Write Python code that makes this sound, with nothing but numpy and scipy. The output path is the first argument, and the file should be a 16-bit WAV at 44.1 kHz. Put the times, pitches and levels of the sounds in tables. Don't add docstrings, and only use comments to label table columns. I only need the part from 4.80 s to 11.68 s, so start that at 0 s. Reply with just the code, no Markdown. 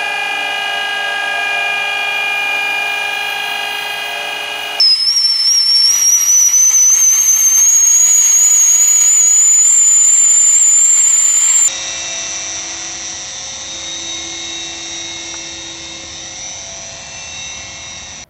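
import sys
import numpy as np
from scipy import signal
from scipy.fft import rfft, irfft
from scipy.io import wavfile
from scipy.ndimage import uniform_filter1d

SR = 44100
rng = np.random.default_rng(int(sys.argv[2]) if len(sys.argv) > 2 else 0)


def log_audio(samples):
    frames = np.atleast_2d(samples).T
    limited = np.clip(frames, -1, 1)
    pcm = np.round(limited * 32767).astype(np.int16)
    wavfile.write(sys.argv[1], SR, pcm)


N = 303408
TIME = np.arange(N) / SR


def gain(db):
    return 10 ** (np.asarray(db) / 20)


def curves(table):
    times, *columns = np.transpose(table)
    return [np.interp(TIME, times, column) for column in columns]


def arches(table, shape):
    total = 0
    for start, length, *heights in table:
        progress = np.clip((TIME - start) / length, 0, 1)
        total = total + np.outer(heights, np.sin(np.pi * progress) ** shape)
    return total


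def unit(x):
    return x / np.sqrt(np.mean(np.abs(x) ** 2))


def colour(x, points, hollows=()):
    hz = np.fft.rfftfreq(N, 1 / SR) + 1
    at_hz, db = np.transpose(points)
    gain_db = np.interp(np.log(hz), np.log(at_hz), db)
    for centre, width, depth in hollows:
        gain_db = gain_db + depth * np.exp(-((hz - centre) / width) ** 2)
    return unit(irfft(rfft(x) * gain(gain_db), N))


def wander(slow_hz, fast_hz, order=1):
    band = signal.butter(order, [min(slow_hz, fast_hz / 2), fast_hz], "bandpass", fs=SR, output="sos")
    return unit(signal.sosfilt(band, rng.standard_normal(N)))


def eddies(width_hz):
    return unit(wander(9.6, width_hz, order=2) + 1j * wander(34, width_hz, order=2))


def clicks(per_s, spread_db):
    hits = (rng.random(N) < per_s / SR) * rng.standard_normal(N)
    return unit(hits * gain(spread_db * np.minimum(rng.exponential(size=N), 5)))


# (frequency [Hz], relative level [dB])
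FIRE_COLOUR = [(20, -7), (48, -4), (115, -3), (140, 3.5), (170, -4.5), (300, -6), (1200, -10),
               (4000, -36.5)]
# (time [s], level [dB])
FIRE_DRAUGHT = [(0.0, -51), (1.6, -50.5), (1.85, -56), (2.65, -51), (2.9, -61), (4.2, -59), (4.5, -61.5),
                (6.1, -62), (6.88, -58)]
def fire():
    draught_db, = curves(FIRE_DRAUGHT)
    flames = unit(rng.standard_normal(N) * gain(2.2 * wander(3, 30)))
    pops = .5 * clicks(per_s=90, spread_db=3)
    return colour(flames + pops, FIRE_COLOUR) * gain(draught_db)


# (time [s], peak before the trim [dB], brightness [Hz])
TWIG_CRACKS = [(2.102, -18, 1970), (2.179, -17, 2780), (3.444, -24, 2050), (4.023, -22, 2180)]
def twigs(ring_s=0.0031, trim_db=-4):
    out = np.zeros(N)
    t = TIME[:SR // 20]
    for time_s, db, hz in TWIG_CRACKS:
        burst = rng.standard_normal(len(t)) * np.exp(-t / ring_s)
        band = signal.butter(1, [hz / 2, hz * 0.76], "bandpass", fs=SR, output="sos")
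        crack = signal.sosfilt(band, burst)
        start = int(time_s * SR)
        out[start:start + len(t)] += gain(db + trim_db) * crack / np.abs(crack).max()
    return out


# (start [s], length [s], pitch [Hz], level [dB])
PEEP_NOTE = (.09, .075, 2740, -31)
def peep():
    start, length, hz, db = PEEP_NOTE
    fade = np.sin(np.pi * np.clip((TIME - start) / length, 0, 1))
    pitch_hz = hz + 20 * wander(18, 150)
    return gain(db) * fade * np.sin(2 * np.pi * np.cumsum(pitch_hz) / SR)


# (frequency [Hz], width [Hz], level change [dB])
ECHO_HOLLOWS = [(1567, 111, -13), (2465, 77, -11.5), (2657, 55, -14), (3485, 96, -13.5), (3607, 45, -8.5),
                (3824, 85, -6.5), (4343, 67, -17), (4750, 29, -14.5)]
# (frequency [Hz], relative level [dB])
WATER_COLOUR = [(90, -13), (190, -5.5), (260, 0), (370, -11), (470, 4.5), (590, -6.5), (900, 5), (1300, 1),
                (2200, -23.5), (5000, -28)]
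def water(level_db):
    churn = gain(2.8 * wander(8, 50))
    bubbles = unit(rng.standard_normal(N) * churn) + 0.96 * clicks(per_s=140, spread_db=3)
    return colour(bubbles, WATER_COLOUR, ECHO_HOLLOWS) * gain(level_db)


# (frequency [Hz], relative level [dB])
STEAM_COLOUR = [(200, -31), (620, -16), (880, -3.5), (1350, -0.5), (1750, -1.5), (2200, 5.5), (3200, 2.5),
                (4500, 1), (5900, -14), (7000, -5), (8800, -3), (9150, -11.5), (10200, -17), (15500, -23.5)]
def steam(level_db, treble_cut_db):
    jet = unit(rng.standard_normal(N)) + 0.38 * clicks(per_s=1500, spread_db=1.5)
    sputter = gain(1.1 * wander(6.6, 66))
    rush = colour(jet * sputter, STEAM_COLOUR, ECHO_HOLLOWS)
    treble = signal.sosfiltfilt(signal.butter(2, 6000, "highpass", fs=SR, output="sos"), rush)
    treble_gain = gain(1.9 * wander(2, 12, order=2) - treble_cut_db)
    return (rush + treble * (treble_gain - 1)) * gain(level_db)


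# (time [s], level [dB])
WHISTLE_OCTAVE = [(0.0, -42), (0.15, -36), (0.6, -35.5), (1.3, -28), (2.05, -33.5), (2.55, -26.5),
                  (3.0, -32.5), (4.15, -32), (4.4, -39), (5.6, -43.5), (6.88, -39.5)]
def whistle(pitch_hz, tone_db, rough_db, ceiling_db=-7.5):
    octave_db, = curves(WHISTLE_OCTAVE)
    rough = gain(rough_db)
    speed = pitch_hz / np.mean(pitch_hz)
    wobble_hz = 36 * speed ** 2 * wander(9, 40, order=2)
    shake_hz = 130 * rough * speed ** 3 * wander(66, 130)
    phase = 2 * np.pi * np.cumsum(pitch_hz + wobble_hz + shake_hz) / SR
    flutter = gain(1.7 * wander(8, 40, order=2))
    choke = rough * gain(6.5 * wander(27, 120, order=2)) / speed ** 2
    size = flutter / (1 + (1.16 * choke) ** 2)
    size = size / np.sqrt(uniform_filter1d(size ** 2, SR // 10))
    tone = (size + .4 * rough * eddies(width_hz=330)) * np.exp(1j * phase)
    breath = eddies(width_hz=700) * np.exp(1j * (phase + 2 * np.pi * 300 * TIME))
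    sung = gain(tone_db) * tone
    sung = sung / (1 + (np.abs(sung) / gain(ceiling_db)) ** 10) ** (1 / 10)
    main_note = sung + 0.49 * gain(tone_db) * rough * breath
    flicker = np.abs(tone) * gain(2 * wander(4, 12.4, order=2))
    ragged = flicker + rough * speed ** 3 * eddies(width_hz=960)
    octave = gain(octave_db) * ragged * np.exp(2j * np.angle(tone))
    return np.sqrt(2) * (main_note + octave).real


# (time [s], pitch between swells [Hz])
PRESSURE_PITCH = [(0.0, 5330), (0.11, 5060), (0.25, 5200), (1.05, 5450), (2.05, 6035), (2.76, 6325),
                  (3.1, 6560), (3.85, 6610), (4.5, 6810), (5.15, 7090), (6.0, 7090), (6.88, 7120)]
# (time [s], whistle level [dB], steam flow [dB])
BOIL_STRENGTH = [(0.0, -4.5, -31.5), (0.25, -12.5, -34.5), (1.05, -9, -31.5), (1.85, -7.5, -34),
                 (3.05, -7.5, -32), (3.6, -8, -30.5), (4.2, -9, -30.5), (4.65, -7.5, -33),
                 (5.2, -7.5, -32.5), (5.4, -8, -31.5), (5.8, -7.5, -31.5), (5.95, -7.5, -32.5),
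                 (6.7, -12, -27.5), (6.88, -8.5, -30)]
# (start [s], length [s], pitch lift [Hz])
STEAM_SWELLS = [(0.16, 0.0438, 137), (0.25, 0.19, 387), (0.4, 0.18, 178), (0.655, 0.16, 334.9),
                (0.853, 0.15, 99.7), (1.058, 0.21, 330), (1.244, 0.2, 238), (1.414, 0.27, 240),
                (1.7, 0.24, 226), (1.881, 0.11, 282), (2.072, 0.21, 311), (2.29, 0.23, 200),
                (2.517, 0.17, 121.3), (2.805, 0.23, 200), (3.06, 0.48, 200), (3.52, 0.318, 260),
                (3.85, 0.44, 170), (4.24, 0.19, 292.6), (4.46, 0.37, 150), (4.81, 0.24, 289.8),
                (5.26, 0.21, 201.7), (5.47, 0.27, 89.2), (5.73, 0.12, 339), (5.92, 0.3, 241),
                (6.18, 0.07, 327), (6.26, 0.07, 219), (6.35, 0.16, 111.6), (6.55, 0.35, 241.5)]
# (start [s], length [s], drop in the whistle [dB], splash strength [dB])
WATER_SPITS = [(0.144, 0.078, 6.5, 0.5), (0.319, 0.045, 1.5, 2), (0.518, 0.13, 3.5, 1),
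               (0.816, 0.07, 4, -2.5), (1.109, 0.14, 4.5, 5), (1.368, 0.13, 5.5, 4),
               (1.68, 0.055, 8.5, 4.5), (1.896, 0.047, 6.5, 6.5), (2.142, 0.082, 3.5, 5.5),
               (2.318, 0.083, 4, 5), (2.402, 0.085, 5, 3.5), (2.54, 0.086, 5.5, 4),
               (2.678, 0.068, 4.5, 2.5), (2.764, 0.043, 1, 6), (3.255, 0.057, 1.5, 5),
               (3.404, 0.138, 1.5, 3), (3.93, 0.2, 0, 1), (4.197, 0.085, -0.5, 3), (5.765, 0.037, 1.5, 0.5),
               (6.164, 0.046, 0.5, 4), (6.62, 0.2, -1.5, 2)]
def kettle():
    pressure_hz, = curves(PRESSURE_PITCH)
    tone_db, flow_db = curves(BOIL_STRENGTH)
    lift_hz, = arches(STEAM_SWELLS, shape=1.5)
    choke_db, splash_db = arches(WATER_SPITS, shape=0.32)
    pitch_hz = pressure_hz + lift_hz
    above_average_khz, lift_khz = (pitch_hz - pitch_hz.mean()) / 1000, lift_hz / 1000
    rough_db = -19 + 3.5 * above_average_khz + 6 * lift_khz
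    rough_db += 0.8 * (flow_db - flow_db.mean())
    rough_db += 0.81 * choke_db + 0.47 * splash_db
    rough_db += 2.5 * wander(1.9, 18.6, order=2)
    rush_db = flow_db + 1.33 + 0.89 * splash_db + 1.5 * lift_khz
    bubbling_db = flow_db - 19 + 1.66 * splash_db
    return (whistle(pitch_hz, tone_db - choke_db, rough_db)
            + steam(rush_db, treble_cut_db=0.34 * splash_db)
            + water(bubbling_db))


def scene():
    return (kettle() + fire() + twigs() + peep())[None]


def record(dry, top_hz=15750):
    return signal.sosfilt(signal.ellip(10, .1, 80, top_hz, fs=SR, output="sos"), dry)


dry = scene()
out = record(dry)
log_audio(out)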